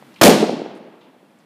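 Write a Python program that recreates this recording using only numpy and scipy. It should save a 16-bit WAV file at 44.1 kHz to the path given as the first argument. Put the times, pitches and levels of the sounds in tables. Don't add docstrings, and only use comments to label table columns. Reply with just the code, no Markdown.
import sys
import numpy as np
from scipy import signal
from scipy.io import wavfile
from scipy.ndimage import uniform_filter1d, minimum_filter1d

SR = 44100
rng = np.random.default_rng(int(sys.argv[2]) if len(sys.argv) > 2 else 0)


def dump(signal):
    limited = np.clip(np.atleast_2d(signal).T, -1, 1)
    pcm = np.round(limited * 32767).astype(np.int16)
    wavfile.write(sys.argv[1], SR, pcm)


N = 63945
T = np.arange(N) / SR

# (frequency [Hz], third-octave level [dB])
AIR_BANDS = [(40, -64), (100, -61), (170, -57), (280, -55), (420, -62), (1200, -61.5), (3500, -65.5),
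             (6000, -73), (10000, -70.5), (15000, -73)]
# (time [s], level [dB], treble edge [Hz])
FIRE_POPS = [(0.0251, -26.5, 1300)]
# (time [s], level [dB], centre [Hz], t60 [s])
CRACKLES = [(0.141, -51.5, 4200, 0.054), (0.1598, -44, 2680, 0.099), (0.185, -48, 3050, 0.091),
            (.749, -53, 8300, 0.13), (.764, -34, 1190, .08), (.773, -53.5, 8400, .05),
            (1.008, -48, 3100, 0.42), (1.387, -54.5, 7000, .04), (1.400, -52.5, 4500, 0.054)]
# (frequency [Hz], third-octave level [dB], t60 [s])
SPRAY_BANDS = [(230, -12, 0.031), (340, 3, 0.026), (700, 0.5, .06), (1500, -3, 0.055), (4000, -2.5, 0.058),
               (8800, -8.5, .07), (15000, -6, .065)]
# (frequency [Hz], third-octave level [dB], t60 [s])
FENCE_BANDS = [(150, -17.5, 0.25), (300, -10, .22), (620, -4, 0.16), (1190, -13, 0.37), (3000, -9, .24),
               (6000, -12.5, 0.19), (10000, -14, 0.19), (14900, -15.5, 0.19)]
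# (frequency [Hz], third-octave level [dB], t60 [s])
GARDEN_BANDS = [(100, -28, 0.81), (170, -8.5, .8), (240, -6.5, 0.97), (480, -6, 0.82), (757, -9.5, .92),
                (1150, -20, .78), (2230, -18, 0.83), (4200, -15, 0.76), (6960, -17.5, .53),
                (10000, -19.5, .44), (14500, -30, .36)]
# (frequency [Hz], third-octave level [dB], t60 [s])
WALL_BANDS = [(130, -19, 0.09), (180.5, -1, .2), (300, -1, 0.2), (480, 3.5, 0.077), (773, -2, 0.16),
              (1210, -22, .12), (3967, -40.5, .1)]
# (frequency [Hz], third-octave level [dB], t60 [s])
RUMBLE_BANDS = [(111.7, -53, 0.88), (202, -44.5, 2.9), (387, -39.5, 2.08), (690, -38.5, 1.77),
                (1160, -47, 1.83), (3000, -48.5, 1.6), (6100, -68, 1.1)]
# (time [s], level [dB], treble edge [Hz])
HOUSE_ECHOES = [(.2295, 21, 1530), (.3098, 6, 1400), (.3422, 1, 790), (0.361, 3, 703), (0.3759, 9, 650),
                (0.3798, 8, 810), (0.412, 5, 925), (.4270, 14.5, 625), (0.4295, 12.5, 560),
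                (0.4337, 9.5, 416), (0.4409, 7, 1060), (.4585, 8, 445), (0.4944, 10.5, 769),
                (.5968, -1.5, 800), (.6170, 0, 920), (.6605, -1.5, 846), (0.6681, -11, 800),
                (.7330, -11, 750), (0.857, -18, 595), (0.882, -14.5, 500), (.940, -20.5, 655),
                (1.228, -25, 648)]
# (time [s], level [dB])
PANEL_ECHOES = [(.2310, -1), (.2345, -3.5), (.2382, -3), (.2485, 0), (.2515, 0.5), (.2562, -1), (.2652, -3),
                (0.2693, -5), (.2805, -4.5), (0.284, -5.5), (.2925, -8), (.3020, -10)]
# (frequency [Hz], level [dB], t60 [s])
BOOM_NOTES = [(219, -3, 0.87), (447, -5, 0.32), (498.4, -5, .65)]


def from_db(db):
    return 10 ** (np.asarray(db) / 20)


def filtered(x, hz, kind, order=2):
    sections = signal.butter(order, np.clip(hz, 10, .45 * SR), kind, fs=SR, output="sos")
    return signal.sosfilt(sections, x + 1e-18)


def band_noise(hz, octaves):
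    edge = 2 ** (octaves / 2)
    noise = filtered(rng.standard_normal(2 * N), [hz / edge, hz * edge], "band")[N:]
    return noise / noise.std()


def bands(table):
    hz, *columns = np.transpose(table)
    for centre in 40 * 2 ** (np.arange(27) / 3):
        noise = band_noise(centre, 1 / 3)
        if hz[0] / 1.2 < centre < hz[-1] * 1.2:
            yield noise, *(np.interp(np.log(centre), np.log(hz), column) for column in columns)


def envelope(start_s, rise_s, hold_s, t60):
    decay_s = np.maximum(T - start_s - rise_s - hold_s, 0)
    return np.clip((T - start_s) / rise_s, 0, 1) * from_db(-60 * decay_s / t60)


def scatter(table, start_s, rise_s, clump_db, clump_hz, hold_s=0):
    clumps = filtered(rng.standard_normal(N), clump_hz, "low")
    wash = sum(noise * from_db(db) * envelope(start_s, rise_s, hold_s, t60)
               for noise, db, t60 in bands(table))
    return wash * from_db(clump_db * clumps / clumps.std())


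def n_wave(start_s, length_s):
    phase = (T - start_s) / length_s
    return (1 - 2 * phase) * ((phase >= 0) & (phase < 1))


def fire():
    air = sum(noise * from_db(db) for noise, db in bands(AIR_BANDS))
    pops = sum(from_db(db) * filtered(n_wave(s, length_s=.00098), hz, "low") for s, db, hz in FIRE_POPS)
    crackles = sum(from_db(db) * band_noise(hz, octaves=.7) * envelope(s, rise_s=.0013, hold_s=0, t60=t60)
                   for s, db, hz, t60 in CRACKLES)
    return air + pops + crackles


def bottle_burst(start_s=.2129, shock_db=7.5):
    shock = from_db(shock_db) * n_wave(start_s, length_s=.00095)
    spray = scatter(SPRAY_BANDS, start_s + .0012, rise_s=.00055, clump_db=5.5, clump_hz=400)
    return shock + spray


def reverberation():
    fence = scatter(FENCE_BANDS, start_s=.2292, rise_s=.0015, hold_s=.032, clump_db=3, clump_hz=240)
    walls = scatter(WALL_BANDS, start_s=.238, rise_s=.01195, hold_s=.032, clump_db=1.6, clump_hz=108)
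    gardens = scatter(GARDEN_BANDS, start_s=.23, rise_s=.049, clump_db=.5, clump_hz=90)
    rumble = scatter(RUMBLE_BANDS, start_s=.5, rise_s=.19, clump_db=1.5, clump_hz=25)
    return fence + walls + gardens + rumble


def house_echoes(ring_hz=433, ring_t60=.025, ring_db=-29.5):
    slaps = sum(from_db(db) * filtered(n_wave(s, length_s=.0014), hz, "low", order=4)
                for s, db, hz in HOUSE_ECHOES)
    radius = from_db(-60 / (ring_t60 * SR))
    angle = 2 * np.pi * ring_hz / SR
    ring = signal.lfilter([0, angle * np.sin(angle)], [1, -2 * radius * np.cos(angle), radius ** 2], slaps)
    return -filtered(slaps + from_db(ring_db) * ring, hz=299.2, kind="high", order=1)


def panel_echoes():
    cracks = sum(from_db(db) * envelope(s, rise_s=.0006, hold_s=.0013, t60=.019) for s, db in PANEL_ECHOES)
    return band_noise(hz=4200, octaves=2.8) * cracks


def boom_notes():
    return sum(from_db(db) * np.sin(2 * np.pi * (hz * T + rng.random()))
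               * envelope(start_s=.238, rise_s=.01195, hold_s=0, t60=t60) for hz, db, t60 in BOOM_NOTES)


def scene():
    return (bottle_burst() + panel_echoes() + house_echoes() + reverberation() + boom_notes() + fire())[None]


def gain_control(x, threshold_db=-26, most_db=10, attack_s=.0054, recovery_db_per_s=3.2):
    excess_db = np.clip(20 * np.log10(np.abs(x) + 1e-9) - threshold_db, 0, most_db)
    recovery_db = recovery_db_per_s * T
    reduction_db = np.maximum.accumulate(excess_db + recovery_db, axis=-1) - recovery_db
    pole = np.exp(-1 / (attack_s * SR))
    return x * from_db(-signal.lfilter([1 - pole], [1, -pole], reduction_db))


def limiter(x, ceiling=1.36, window_s=.0014):
    width = int(window_s * SR)
    gain = ceiling / np.maximum(np.abs(x), ceiling)
    return x * uniform_filter1d(minimum_filter1d(gain, width), width)


def overload(x, ceiling=.99):
    return x / (1 + (x / ceiling) ** 8) ** (1 / 8)


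def record(dry):
    x = filtered(dry, hz=135, kind="high", order=4)
    x = limiter(gain_control(x))
    x = overload(filtered(x, hz=120, kind="high"))
    treble_cut = signal.ellip(12, .1, 80, 15300, fs=SR, output="sos")
    return signal.sosfilt(treble_cut, x)


dry = scene()
out = record(dry)
dump(out)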